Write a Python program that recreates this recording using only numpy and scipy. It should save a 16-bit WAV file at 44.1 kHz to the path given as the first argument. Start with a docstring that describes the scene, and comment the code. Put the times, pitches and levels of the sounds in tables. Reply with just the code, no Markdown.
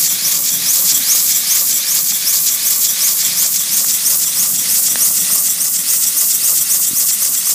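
"""A small homemade steam engine runs outdoors, slowly gathering speed, with a wood fire under its boiler.
On every turn steam jets from the leaky valve, chuffs, and blows past the piston: shaped noise gated by
the crank angle. The shrinking cylinder space whistles upward as moving resonances, the exhaust pipe hums
and the rods knock as fixed ones. Behind them the fire flutters as low noise and the wood pops."""
import sys
import numpy as np
from scipy import signal
from scipy.fft import rfft, irfft, next_fast_len
from scipy.io import wavfile
from scipy.ndimage import uniform_filter1d, minimum_filter1d, map_coordinates

SR = 44100
rng = np.random.default_rng(int(sys.argv[2]) if len(sys.argv) > 2 else 0)


def log_audio(samples):
    """Write samples as a 16-bit WAV file to the path given in sys.argv[1]."""
    # one column per channel
    frames = np.atleast_2d(samples).T
    # limit to full scale, then quantise
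    limited = np.clip(frames, -1, 1)
    pcm = np.round(limited * 32767).astype(np.int16)
    wavfile.write(sys.argv[1], SR, pcm)


N = 332514

# Colour of the jet and its droplets. Each row: frequency in Hz, relative level in dB.
JET_SPECTRUM = [(150.0, -48), (600.0, -31), (1500.0, -18), (3000.0, -19), (4200.0, -14.5), (5500.0, -10.5),
                (7000.0, -0.5), (8500.0, -0.5), (10000.0, -2.3), (12500.0, 0.5), (15200.0, 2.5)]


def amp(db):
    """Decibels to gain."""
    return 10 ** (np.asarray(db) / 20)


def unit(x):
    """Scale to rms 1."""
    return x / np.sqrt(np.mean(x ** 2) + 1e-20)


def along(points, hz):
    """(Hz, value) points read on a log frequency axis."""
    f, value = np.transpose(points)
    return np.interp(np.log(hz + 1), np.log(f + 1), value)


def wobble(rate):
    """A smooth random curve with rate knots a second."""
    knots = rng.standard_normal(int(N * rate / SR) + 4)
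    return map_coordinates(knots, [np.arange(N) * rate / SR])


def filtered(x, response):
    """x times a response given as a function of frequency in Hz."""
    m = next_fast_len(N + 8192)
    return irfft(rfft(x, m) * response(np.fft.rfftfreq(m, 1 / SR)), m)[:N]


def noise(spectrum):
    """Noise of rms 1 with the given spectrum."""
    return unit(filtered(rng.standard_normal(N), lambda hz: amp(along(spectrum, hz))))


def resonate(x, modes):
    """x through a body's fixed resonances, in parallel with alternating signs."""
    def response(f):
        total = 0
        for k, (centre, width, db) in enumerate(modes):
            damping = 1j * f * width
            total = total + (-1) ** k * amp(db) * damping / (centre ** 2 - f ** 2 + damping)
        return total
    return filtered(x, response)


def whistle(hz, breadth):
    """Turbulence ringing in one moving resonance, rms 1; its width is the share breadth of its pitch."""
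    cycles = np.cumsum(hz) / SR
    knots = rng.standard_normal((2, int(cycles[-1] * breadth) + 4))
    a, b = [map_coordinates(k, [cycles * breadth]) for k in knots]
    return unit(a * np.cos(2 * np.pi * cycles) + b * np.sin(2 * np.pi * cycles))


def crank_angle():
    """Turns made by the crank as the flywheel gathers speed ever faster."""
    start_turn, start_speed = .047, 2.3111  # turns, turns/s
    speed_gain, gain_growth = .0955, .03888  # turns/s2, turns/s3
    t = np.arange(N) / SR
    speed = start_speed + speed_gain * t + gain_growth * t ** 2 / 2
    return start_turn + np.cumsum(speed) / SR


def opening(crank, start, attack, hold, release):
    """Gain of a gap fully open at start once a turn; attack and release span 20 dB, all in turns."""
    since = (crank - start) % 1
    closing = np.maximum(since - hold, 0) / release
    reopening = (1 - since) / attack
    return amp(-20 * np.minimum(closing, reopening))


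def flow(puffs, crank):
    """Strength of a leak: its puffs add in power."""
    return np.sqrt(sum((amp(db) * opening(crank, *shape)) ** 2 for *shape, db in puffs))


def leak(strength, spectrum, drift_db, sputter_db):
    """A steam leak opened by the crank; wet steam makes it drift and sputter."""
    return strength * amp(drift_db * wobble(14) + sputter_db * wobble(220)) * noise(spectrum)


def valve_seating(crank):
    """The valve seats a little differently on each turn, so its leaks vary in strength."""
    spread_db = 0.96
    per_turn = rng.standard_normal(int(crank[-1]) + 2)
    return amp(spread_db * map_coordinates(per_turn, [crank]))


def valve_flow(crank):
    """Jet strength: puffs on every turn over a steady leak, since the valve never quite seals."""
    # Each row: fully open at, attack, hold and release in turns, level in dB.
    jet_puffs = [(.315, 0.32, .02, 0.25, -12.2), (.65, 0.28, 0.079, .12, -14),
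                 (.782, .045, .012, 0.076, -8), (.85, .12, 0.32, 0.067, -13)]
    return np.hypot(flow(jet_puffs, crank), amp(-21.5))


def steam_jet(jet_flow, seating):
    """Steam hisses brightly from the leaky valve."""
    return leak(seating * jet_flow, JET_SPECTRUM, drift_db=.5, sputter_db=1.24)


def steam_chuff(crank, seating):
    """Steam chuffs on every turn as crank-gated noise, varying with the valve's seating."""
    # Each row: fully open at, attack, hold and release in turns, level in dB.
    chuff_puffs = [(.07, .06, .01, .1, -23), (.172, .26, 0.029, 0.08, -14), (.79, .1, 0.12, 0.16, -17)]
    # Each row: frequency in Hz, relative level in dB.
    chuff_spectrum = [(300.0, -44), (1400.0, -25), (2100.0, -17.5), (2900.0, -13), (3400.0, -11),
                      (4000.0, -6.5), (4700.0, -2), (6000.0, -0.5), (7500.0, 3), (9000.0, -4),
                      (10500.0, -27), (15000.0, -8)]
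    return leak(seating * flow(chuff_puffs, crank), chuff_spectrum, drift_db=0.5, sputter_db=1.6)


def piston_blowby(crank):
    """Steam blows past the piston as noise gated by the crank."""
    # Each row: fully open at, attack, hold and release in turns, level in dB.
    blowby_puffs = [(.15, 0.16, 0.072, .09, -25), (.29, .05, 0.043, .14, -25), (.49, 0.52, 0.23, 0.19, -21),
                    (.78, 0.049, .03, 0.2, -21)]
    # Each row: frequency in Hz, relative level in dB.
    blowby_spectrum = [(150.0, -29), (500.0, -19), (1000.0, -14.5), (1700.0, -7), (2350.0, -3.5),
                       (2900.0, -5.5), (3400.0, -2), (4100.0, -1), (5000.0, 2.1), (7000.0, -0.5),
                       (10000.0, -0.4), (15000.0, -27.5)]
    return leak(flow(blowby_puffs, crank), blowby_spectrum, drift_db=1.35, sputter_db=0.66)


def cylinder(crank, unsteady_db):
    """The space ahead of the piston shrinks, so its resonances climb."""
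    # Each row: pitch in Hz with the piston out, share of its length lost over the stroke,
    # width over pitch, drive in dB as steam enters, drive in dB as it is squeezed.
    cylinder_modes = [(3425, .505, .165, -31, -17), (5830, .365, .125, -23.5, -20),
                      (7520, .45, .14, -19, -20)]
    outer_turn = .3  # the piston is farthest out
    angle = 2 * np.pi * (crank - outer_turn)
    travel = (1 - np.cos(angle)) / 2
    # rings all through the inward stroke
    steady = amp(-34.5) * np.sqrt(np.maximum(np.sin(angle), 0))
    inlet = opening(crank, start=0.28, attack=0.11, hold=0.018, release=0.18)
    compression = opening(crank, start=0.6865, attack=.19, hold=0.02, release=0.19)
    sound = np.zeros(N)
    for hz, squeeze, breadth, inlet_db, compression_db in cylinder_modes:
        drive = np.hypot(steady, amp(inlet_db) * inlet + amp(compression_db) * compression)
        ringing = whistle(hz / (1 - squeeze * travel), breadth)
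        sound += drive * amp(unsteady_db * wobble(60)) * ringing
    return sound


def valve(crank):
    """The closing valve gap whistles briefly, falling in pitch."""
    # In turns: fully open at, attack, hold, release.
    valve_gap = (.857, 0.057, .03, 0.034)
    open_hz, fall_hz_per_turn, level_db = 5190, 9500, -27.5
    past_opening = (crank - valve_gap[0] + .5) % 1 - .5
    hz = np.abs(open_hz - fall_hz_per_turn * past_opening)
    return opening(crank, *valve_gap) * amp(level_db + 1.1 * wobble(5.3)) * whistle(hz, breadth=0.13)


def spit(jet_flow, rate, spit_db):
    """Droplets of condensate burst in the jet as tiny clicks, about rate of them a second."""
    bursts = (rng.random(N) < rate / SR) * rng.standard_normal(N)
    clicks = unit(filtered(bursts, lambda hz: amp(along(JET_SPECTRUM, hz))))
    return jet_flow * amp(spit_db) * clicks


def exhaust(crank):
    """Spent steam gurgles through the pipe, exciting its resonances."""
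    # Each row: fully open at, attack, hold and release in turns, level in dB.
    pipe_puffs = [(.32, .24, .02, .26, -41.5), (.66, 0.33, 0.033, 0.13, -37.5),
                  (.79, 0.079, 0.18, 0.3, -37.5)]
    # Each row: resonance in Hz, width in Hz, relative level in dB.
    pipe_modes = [(534, 56, -3.5), (728, 82, -4), (1026, 380, -6), (1193, 157, 1)]
    gurgle = amp(1.0 * wobble(9) + 2.5 * wobble(120))
    hum = unit(resonate(rng.standard_normal(N), pipe_modes))
    return flow(pipe_puffs, crank) * gurgle * hum


def reflections(x, echo_db, sway, count):
    """Frame, flywheel and ground answer within milliseconds; the delays drift as the hand sways."""
    n = np.arange(N)
    echoes = np.zeros(N)
    for seconds in rng.uniform(.002, .009, count):
        delay = (seconds + sway * wobble(1.5)) * SR
        echoes += rng.choice([-1, 1]) * map_coordinates(x, [n - delay], order=3)
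    return (x + amp(echo_db) * echoes / np.sqrt(count)) / np.hypot(1, amp(echo_db))


def heard_from_view(steam, notch_db, notch_width_hz):
    """The jets beam their sound, so its colour shifts as the microphone moves; a reflection cuts a notch."""
    # The microphone moves around the engine.
    # Each row: time in seconds, share of the far colour from 0 to 1, notch centre in Hz.
    view = [(0, 0.1, 8200), (.6, 0.07, 9000), (3.3, 0.17, 9800), (4, 0.64, 11000), (4.35, 0.74, 11700),
            (4.7, 0.67, 15100), (5.2, .95, 11000), (7.5, 0.9, 10950)]
    # Steam level at the microphone. Each row: time in seconds, level change in dB.
    loudness = [(0, 0.6), (.4, -1.3), (.9, 1), (1.4, .5), (2, -1.05), (2.7, -0.9), (3.15, 0.5), (3.6, -0.2),
                (4.2, .7), (4.8, 1), (5.25, 2), (5.7, -2.4), (6, 1), (6.8, -0.6), (7.5, -0.2)]
    # Steam colour from near, then from far. Each row: frequency in Hz, level change in dB.
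    near_colour = [(500, -1.5), (1150, 1), (1400, -2), (1700, 4.5), (1900, 0), (2280, 5), (2750, -0.5),
                   (3370, 4), (4150, 1.5), (6000, 3), (7400, 1), (8700, -1.5), (11000, 3.5), (15000, 0)]
    far_colour = [(1250, -3), (1420, 1.5), (1620, -4.5), (2000, 1), (2380, -6.5), (2700, 2), (2980, -2),
                  (3250, -1.5), (4100, -4.5), (5700, 1), (7400, 0.2), (8700, 4), (11000, 2.5), (15000, 0)]
    hz, t, z = signal.stft(steam, SR, nperseg=512)
    s, *columns = np.transpose(view)
    far, notch_hz = [np.interp(t, s, column) for column in columns]
    level_db = np.interp(t, *np.transpose(loudness))
    hz = hz[:, None]
    colour_db = (1 - far) * along(near_colour, hz) + far * along(far_colour, hz)
    notch = np.exp(-((hz - notch_hz) / notch_width_hz) ** 2)
    heard = z * amp(level_db + colour_db + notch_db * notch)
    return signal.istft(heard, SR, nperseg=512)[1][:N]


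def rods(crank, knock_db, return_db):
    """The loose crank knocks as the load reverses, twice a turn."""
    knock_turns = [.225, .81]
    knock_modes = [(533, 51, -6.0), (830, 65, 0), (1260, 78, 3.0), (2010, 240, 1)]  # Hz, width Hz, dB
    turn = np.arange(int(crank[-1]))[:, None] + knock_turns
    force = np.zeros(N)
    force[np.searchsorted(crank, turn)] = amp(rng.uniform(-8.0, 5.2, turn.shape) + [0, return_db])
    return amp(knock_db) * unit(resonate(force, knock_modes))


def bumps(length, cut_hz):
    """Soft contacts push the air for about one cycle, with no ring and little deep bass."""
    # Each row: centre in seconds, level in dB before the bass cut, pitch in Hz.
    soft_contacts = [(4.734, -28, 200), (6.913, -23, 240), (6.935, -19.5, 206)]
    t = np.arange(N) / SR
    pushes = np.zeros(N)
    for s, db, hz in soft_contacts:
        pushes += amp(db) * np.exp(-((t - s) / length) ** 2) * np.sin(2 * np.pi * hz * (t - s))
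    return filtered(pushes, lambda hz: hz ** 2 / (hz ** 2 + cut_hz ** 2))


def blows(events, body):
    """Sudden snaps ringing a body, scaled so the tallest peak has the level of the strongest snap."""
    force = np.zeros(N)
    for s, db in events:
        force[int(s * SR)] = amp(db)
    ring = resonate(force, body)
    return ring * force.max() / np.abs(ring).max()


def fire():
    """Flames flutter as low noise and the burning wood pops with a short ring."""
    # Flutter of the flames. Each row: time in seconds, relative level in dB.
    flame_levels = [(0, -45), (.65, -42), (1.3, -45), (3.4, -45), (4.2, -44.5), (4.6, -41.5), (5.35, -42),
                    (5.8, -46.5), (7.5, -46)]
    # Each row: frequency in Hz, relative level in dB.
    flame_spectrum = [(20, -56), (45, -49), (65, -36), (100, -12.5), (130, -6), (172, 1.5), (215, -3.5),
                      (290, -6), (390, -14.5), (700, -13.5), (1500, -37), (4000, -50)]
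    # Sharp pops. Each row: start in seconds, level in dB.
    wood_pops = [(3.45, -19), (3.846, -14.5), (4.957, -4.7)]
    # What the splitting wood rings with. Each row: resonance in Hz, width in Hz, relative level in dB.
    wood_modes = [(350, 250, -10), (740, 450, -3), (1780, 280, 3), (3430, 700, -6), (5000, 1400, -7)]
    level_db = np.interp(np.arange(N) / SR, *np.transpose(flame_levels))
    flutter_db = 0.66 * wobble(8.5) + 1.7 * wobble(25)
    flames = amp(level_db + 2.5 + flutter_db) * noise(flame_spectrum)
    return flames + blows(wood_pops, wood_modes)


def scene():
    """The crank angle drives every steam sound; both channels are alike."""
    crank = crank_angle()
    seating = valve_seating(crank)
    jet_flow = valve_flow(crank)
    steam = steam_jet(jet_flow, seating) + steam_chuff(crank, seating) + piston_blowby(crank)
    steam += cylinder(crank, unsteady_db=2) + valve(crank)
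    steam += spit(jet_flow, rate=280, spit_db=-16) + exhaust(crank)
    steam = amp(-0.95) * reflections(steam, echo_db=-14.0, sway=.00008, count=6)  # sway in seconds
    steam = heard_from_view(steam, notch_db=-3.0, notch_width_hz=350)
    knocks = rods(crank, knock_db=-52, return_db=-5)
    contacts = bumps(length=0.0024, cut_hz=57)  # length in seconds
    mono = steam + knocks + contacts + fire()
    return np.array([mono, mono])


def record(dry):
    """A limiter holds down the tallest peaks; nothing is kept above the band limit."""
    top_hz = 15350
    needed = np.minimum(1, .97 / (np.abs(dry[0]) + 1e-9))
    gain = uniform_filter1d(minimum_filter1d(needed, size=65), size=45)
    return np.array([filtered(channel, lambda hz: hz < top_hz) for channel in dry * gain])


dry = scene()
out = record(dry)
log_audio(out)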